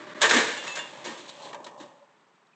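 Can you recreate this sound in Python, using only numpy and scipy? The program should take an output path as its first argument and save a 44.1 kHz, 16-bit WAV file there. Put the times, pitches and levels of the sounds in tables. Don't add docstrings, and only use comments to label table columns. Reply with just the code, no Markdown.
import sys
import numpy as np
from scipy import signal
from scipy.io import wavfile
from scipy.ndimage import uniform_filter1d

SR = 44100
rng = np.random.default_rng(int(sys.argv[2]) if len(sys.argv) > 2 else 0)


def pcm_store(signal):
    levels = np.round(np.clip(np.atleast_2d(signal), -1, 1) * 32767)
    wavfile.write(sys.argv[1], SR, levels.astype(np.int16).T)


N = 112454
T = np.arange(N) / SR

# time in seconds, engine level in dB, tyre level in dB.
PASS_LEVELS = [(0, -46, -52), (.2, -41, -54), (.6, -49.5, -46.5), (.95, -52, -48.5), (1.25, -54, -52),
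               (1.38, -62, -49.5), (1.47, -52.5, -42.5), (1.62, -71, -46), (1.78, -82, -48.5),
               (1.9, -83.5, -54), (2.1, -70, -66), (2.55, -76.5, -76)]
# frequency in Hz, relative density in dB.
ENGINE_SPECTRUM = [(35, -89.5), (60, -54.5), (93, -27), (133, -14.5), (335, -2.5), (531, -11.5), (590, -5),
                   (774, -25), (1150, -6), (1360, -12.5), (1750, -7.5), (2610, -18.5), (3580, -20.5),
                   (7300, -35.5), (9000, -53), (11700, -68.5), (19800, -120)]
# frequency in Hz, relative density in dB.
TYRE_SPECTRUM = [(60, -34), (130, -6), (300, -5.5), (460, -4.5), (575, 7.5), (690, -4.5), (820, 3.5),
                 (1030, 2.5), (1200, -7.5), (1400, -24), (1750, -14.5), (2200, -33), (4000, -29),
                 (7500, -26.5), (9000, -45)]
# mean pitch in Hz, level in dB at full strength.
ENGINE_TONES = [(335, -51.5), (608, -47.5)]
# start in seconds, length in seconds,
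# pitch in Hz, peak level in dB.
HOOTS = [(1.817, 0.065, 588, -47.5), (2.001, 0.048, 578, -52)]
# frequency in Hz, relative density in dB.
AIR_SPECTRUM = [(35, -86), (60, -51.5), (145, -4), (266, -6), (314, -13), (440, -2.5), (488, -14),
                (975, -3.5), (2960, -16), (3970, -21.5), (7940, -27), (9000, -42.5), (11700, -82),
                (19800, -120)]
# start in seconds, length in seconds, pitch in Hz, peak level in dB.
CHIRPS = [(2.529, 0.014, 2490, -57)]
# time in seconds, level in dB.
GRIT_LEVELS = [(0, -57), (.13, -60.5), (.2, -53), (.45, -36), (.62, -43), (.82, -50), (.95, -52),
               (1.2, -53.5), (1.4, -52.5), (1.5, -51), (1.58, -85), (1.77, -74.5), (1.86, -65), (2.05, -76),
               (2.55, -85)]
# frequency in Hz, relative density in dB.
GRIT_SPECTRUM = [(100, -28.5), (900, -6.5), (1800, -3), (2400, 0.5), (3500, 3.5), (4300, -2), (5000, -8),
                 (7500, -4.5), (9000, -27.5)]
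# start in seconds, level in dB.
BRACKET_HITS = [(.575, -39.5), (.789, -36)]
ROD_HITS = [(.678, -36.5), (.719, -39)]
# pitch in Hz, relative level in dB, time to fall 60 dB in seconds.
BRACKET_MODES = [(2812, 0.5, 0.34), (2970, -19, .15), (3492, -1, 0.24), (4440, -12, 0.17), (7140, 0, .11)]
ROD_MODES = [(2639, 1.5, .35), (2670, -7, 0.24), (6780, -2, 0.16), (4027, -8, .15)]
# start in seconds, level in dB, decay in seconds.
FRAGMENTS = [(1.204, -45, 0.0055), (1.262, -46, 0.003), (1.279, -44.5, 0.012), (1.291, -35.5, 0.0056),
             (1.421, -49, 0.017), (1.441, -48, 0.024), (1.642, -37, 0.0056), (1.676, -65, 0.0072),
             (1.778, -57, .025), (2.206, -68.5, 0.0046), (2.354, -63.5, .004), (2.467, -63, .004)]
# frequency in Hz, relative density in dB.
FRAGMENT_SPECTRUM = [(100, -34), (1200, -12), (2500, -18), (3900, 0), (5000, -16), (7400, -12), (9000, -34)]
# start in seconds, level in dB before the shelves,
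# crunch decay in seconds, bass shelf in dB, treble shelf in dB.
BLOWS = [(.209, -29.5, 0.0077, -5, 1), (.215, -17.5, 0.016, -6.5, 6), (.231, -13.5, .017, -8.5, -8),
         (.253, -24.5, 0.024, 0, 3), (.291, -20, 0.0061, -2, 4.5), (.299, -11.5, 0.0031, -9.5, 0.5),
         (.308, -13, 0.013, -3, -2.5), (.332, -19, 0.037, 0.5, 1), (.363, -20, 0.037, -1, -0.5),
         (.418, -38, 0.021, 3.5, -7.5), (.47, -31, 0.051, -4.5, -5), (.566, -28, 0.0058, -14, -12),
         (.637, -37.5, 0.023, -2.5, -0.5), (.668, -35.5, 0.035, -18, -0.5), (.752, -37, 0.024, -15, 8),
         (.768, -32, 0.023, -11, -10)]
# frequency in Hz, relative density in dB.
CRUNCH_SPECTRUM = [(60, -49.5), (130, -16), (260, -9.5), (340, -6.5), (480, -2.5), (600, -4), (745, -10),
                   (1130, -3.5), (1300, -7), (1750, -1), (2050, -3), (2600, -8.5), (3800, -6),
                   (4600, -14.5), (5700, -14.5), (7100, -12), (8100, -20.5), (9000, -42.5)]
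# start in seconds, level in dB before the shelves,
# decay in seconds, bass shelf in dB, treble shelf in dB.
LANDINGS = [(1.042, -34, 0.0037, -1, 0.5), (1.048, -34.5, 0.018, -5, 1), (1.057, -38.5, 0.054, 7, -0.5),
            (1.074, -43, 0.038, -4.5, -5), (1.175, -51.5, 0.022, 10.5, 10.5), (1.529, -35, 0.0055, -5, -8),
            (1.5445, -28.5, 0.0036, -0.5, -7.5), (1.603, -43, 0.0023, 14, -22),
            (1.662, -40.5, 0.012, 2.5, -4.5), (1.799, -44, 0.023, 13.5, -2)]
# frequency in Hz, relative density in dB.
THUD_SPECTRUM = [(60, -37), (140, -18.5), (320, -4), (400, -7), (560, -2), (760, -11), (900, -2.5),
                 (1130, -2), (1400, -10.5), (1780, -5), (2500, -8.5), (3700, -7), (5000, -14.5),
                 (7300, -12.5), (9000, -34.5)]
# pitch in Hz, relative level in dB, time to fall 60 dB in seconds.
BOX_MODES = [(482.3, -7, 0.64), (543, -2, 0.4), (969, 0.5, 0.4), (1196, -0.5, 0.28), (1310, -5.5, 0.18),
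             (1650, -13, 0.14), (1700, -19, 0.46), (1758.4, -1.5, .6), (1861, 12, 0.12), (2260, -0.5, 0.12),
             (2498, -12.5, 0.27), (2930, -14, 0.12), (3450, -19.5, 0.11), (3703, -3, 0.1)]
# start in seconds, level in dB before swell and decay, pitch in Hz.
FLEXES = [(.238, -23, 444), (.405, -21, 440.4), (.45, -37, 467)]
# start in seconds, level in dB applied to the panel modes.
BOOMS = [(.331, -21.5), (0.344, -15)]
# pitch in Hz, relative level in dB, time to fall 60 dB in seconds.
PANEL_MODES = [(263.5, 4, 0.12), (301.5, -5, .17), (226, -9.5, 0.16), (378, -14.5, 0.18), (462.6, -17, 0.3)]
# delay in seconds, level in dB.
WALL_ECHOES = [(.0031, -17), (.0083, -15), (.017, -19.5)]
# frequency in Hz, time to fall 60 dB in seconds.
YARD_DECAY = [(100, 0.3), (300, 0.55), (1000, 0.35), (2000, 0.77), (4000, 0.29), (8000, 0.41)]

TONE_WAVER = .008
AIR_DB = -65
ATTACK_S, FRAGMENT_RISE_S, PANEL_RISE_S = .0015, .0017, .0088
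CRACKS_PER_S = 1500
BASS_HZ, TREBLE_HZ = 450, 3500
OVERTONE_LOW_HZ, OVERTONE_HIGH_HZ, OVERTONE_T60_S = 700.2, 7694, .22
RING_DB, OVERTONES_DB = -18.5, -25
FLEX_T60_S = .22
WALL_DULL_HZ, YARD_DB = 5000, -12
EDGE_HZ = 8900
DIP_S, DIP_WIDTH_S, DIP_DB = .1425, .0045, -13.5


def amp(db):
    return 10 ** (np.asarray(db) / 20)


def unit(x):
    return x / np.sqrt(np.mean(x ** 2) + 1e-20)


def read(points, hz):
    f, value = np.transpose(points)
    return np.interp(np.log(hz + 1), np.log(f + 1), value)


def level(table, axis=1):
    rows = np.array(table)
    return amp(np.interp(T, rows[:, 0], rows[:, axis]))


def add(mix, start_s, sound):
    part = mix[round(start_s * SR):][:len(sound)]
    part += sound[:len(part)]


def colour(x, spectrum, bass_db=0, treble_db=0):
    hz = abs(np.fft.fftfreq(4096, 1 / SR))
    rolloff = np.where(hz > EDGE_HZ, EDGE_HZ / (hz + 1), 1) ** 2
    gain = unit(amp(read(spectrum, hz)) * rolloff)
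    bass = bass_db / (1 + (hz / BASS_HZ) ** 4)
    treble = treble_db * (1 - 1 / (1 + (hz / TREBLE_HZ) ** 4))
    gain = gain * amp(bass + treble)
    response = np.exp(np.conj(signal.hilbert(np.log(gain + 1e-6))))
    taps = np.fft.ifft(response).real
    return signal.fftconvolve(x, taps[:len(taps) // 2])[:len(x)]


def crackle(size, per_s, spread_db, hiss):
    heights = amp(spread_db * np.minimum(rng.exponential(1, size), 3))
    heights = heights * rng.choice([-1, 1], size)
    cracks = heights * (rng.random(size) < per_s / SR)
    return unit(unit(cracks) + hiss * rng.standard_normal(size))


def burst(level_db, decay_s, hiss, rise_s=ATTACK_S):
    t = T[:SR // 2]
    rise = 1 - np.exp(-t / rise_s)
    fall = np.exp(-(t / decay_s) ** 1.286 / 2)
    return amp(level_db) * rise * fall * crackle(len(t), CRACKS_PER_S, spread_db=2.5, hiss=hiss)


def ring(modes):
    t = T[:SR]
    return sum(amp(db - 60 * t / t60) * np.sin(2 * np.pi * hz * t) for hz, db, t60 in modes)


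def blip(length_s, hz, db):
    t = T[T < length_s]
    return amp(db) * np.sin(np.pi * t / length_s) ** 2 * np.sin(2 * np.pi * hz * t)


def vehicle():
    engine = colour(crackle(N, 900, spread_db=1, hiss=1), ENGINE_SPECTRUM)
    drive = level(PASS_LEVELS, axis=1)
    tones = np.zeros(N)
    for hz, db in ENGINE_TONES:
        waver = unit(uniform_filter1d(rng.standard_normal(N), size=1500))
        pitch_hz = hz * (1 + TONE_WAVER * waver)
        tones += amp(db) * np.sin(2 * np.pi * np.cumsum(pitch_hz) / SR)
    tone_fade = np.minimum(drive / drive[0], 1) ** 2
    roar = colour(crackle(N, 500, spread_db=5, hiss=1.0), TYRE_SPECTRUM)
    tyres = level(PASS_LEVELS, axis=2) * roar
    for start_s, *hoot in HOOTS:
        add(tyres, start_s, blip(*hoot))
    return drive * engine + tones * tone_fade + tyres


def background():
    air = amp(AIR_DB) * colour(rng.standard_normal(N), AIR_SPECTRUM)
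    for start_s, *chirp in CHIRPS:
        add(air, start_s, blip(*chirp))
    return air


def debris():
    grit = colour(crackle(N, 970, spread_db=3, hiss=0.96), GRIT_SPECTRUM)
    out = level(GRIT_LEVELS) * grit
    for hits, modes in (BRACKET_HITS, BRACKET_MODES), (ROD_HITS, ROD_MODES):
        for start_s, db in hits:
            add(out, start_s, amp(db) * ring(modes))
    for start_s, db, decay_s in FRAGMENTS:
        fragment = burst(db, decay_s, hiss=.6, rise_s=FRAGMENT_RISE_S)
        add(out, start_s, colour(fragment, FRAGMENT_SPECTRUM))
    return out


def mailbox():
    crunch = np.zeros(N)
    for table, spectrum in (BLOWS, CRUNCH_SPECTRUM), (LANDINGS, THUD_SPECTRUM):
        for start_s, db, decay_s, bass_db, treble_db in table:
            contact = burst(db, decay_s, hiss=0.84)
            add(crunch, start_s, colour(contact, spectrum, bass_db, treble_db))
    pitches = np.geomspace(OVERTONE_LOW_HZ, OVERTONE_HIGH_HZ, 48) * rng.uniform(.97, 1.03, 48)
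    overtones = [(hz, 0, OVERTONE_T60_S) for hz in pitches]
    out = crunch.copy()
    for metal, db in (ring(BOX_MODES), RING_DB), (ring(overtones), OVERTONES_DB):
        out += amp(db) * signal.fftconvolve(crunch, metal / np.linalg.norm(metal))[:N]
    swell = 1 - np.exp(-(T[:SR] / PANEL_RISE_S) ** 2)
    for start_s, db in BOOMS:
        add(out, start_s, amp(db) * ring(PANEL_MODES) * swell)
    for start_s, db, hz in FLEXES:
        add(out, start_s, ring([(hz, db, FLEX_T60_S)]) * swell)
    return out


def walls(x):
    out = x.copy()
    dull = signal.sosfilt(signal.butter(1, WALL_DULL_HZ, fs=SR, output="sos"), x)
    for delay_s, db in WALL_ECHOES:
        add(out, delay_s, amp(db) * dull)
    return out


def yard(x):
    arrivals = rng.choice([-1., 1.], SR) * (rng.random(SR) < 2000 / SR)
    taps = arrivals * np.minimum(T[:SR] / 0.014, 1)
    hz, t, bands = signal.stft(taps, SR, nperseg=256)
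    decay = amp(-60 * t / read(YARD_DECAY, hz)[:, None])
    tail = signal.istft(bands * decay, SR, nperseg=256)[1]
    return signal.fftconvolve(x, tail / np.linalg.norm(tail))[:N]


def scene():
    crash = mailbox() + debris()
    echoing = walls(crash) + amp(YARD_DB) * yard(crash)
    return (echoing + vehicle() + background())[None]


def record(dry):
    rounded = .6 * np.tanh(dry / 0.61)
    dip = amp(DIP_DB * np.exp(-abs((T - DIP_S) / DIP_WIDTH_S) ** 4))
    thin = signal.sosfilt(signal.butter(6, 105, "high", fs=SR, output="sos"), rounded * dip)
    band_limit = signal.firwin(255, EDGE_HZ, window=("kaiser", 9), fs=SR)
    return signal.oaconvolve(thin, band_limit[None], "same")


dry = scene()
out = record(dry)
pcm_store(out)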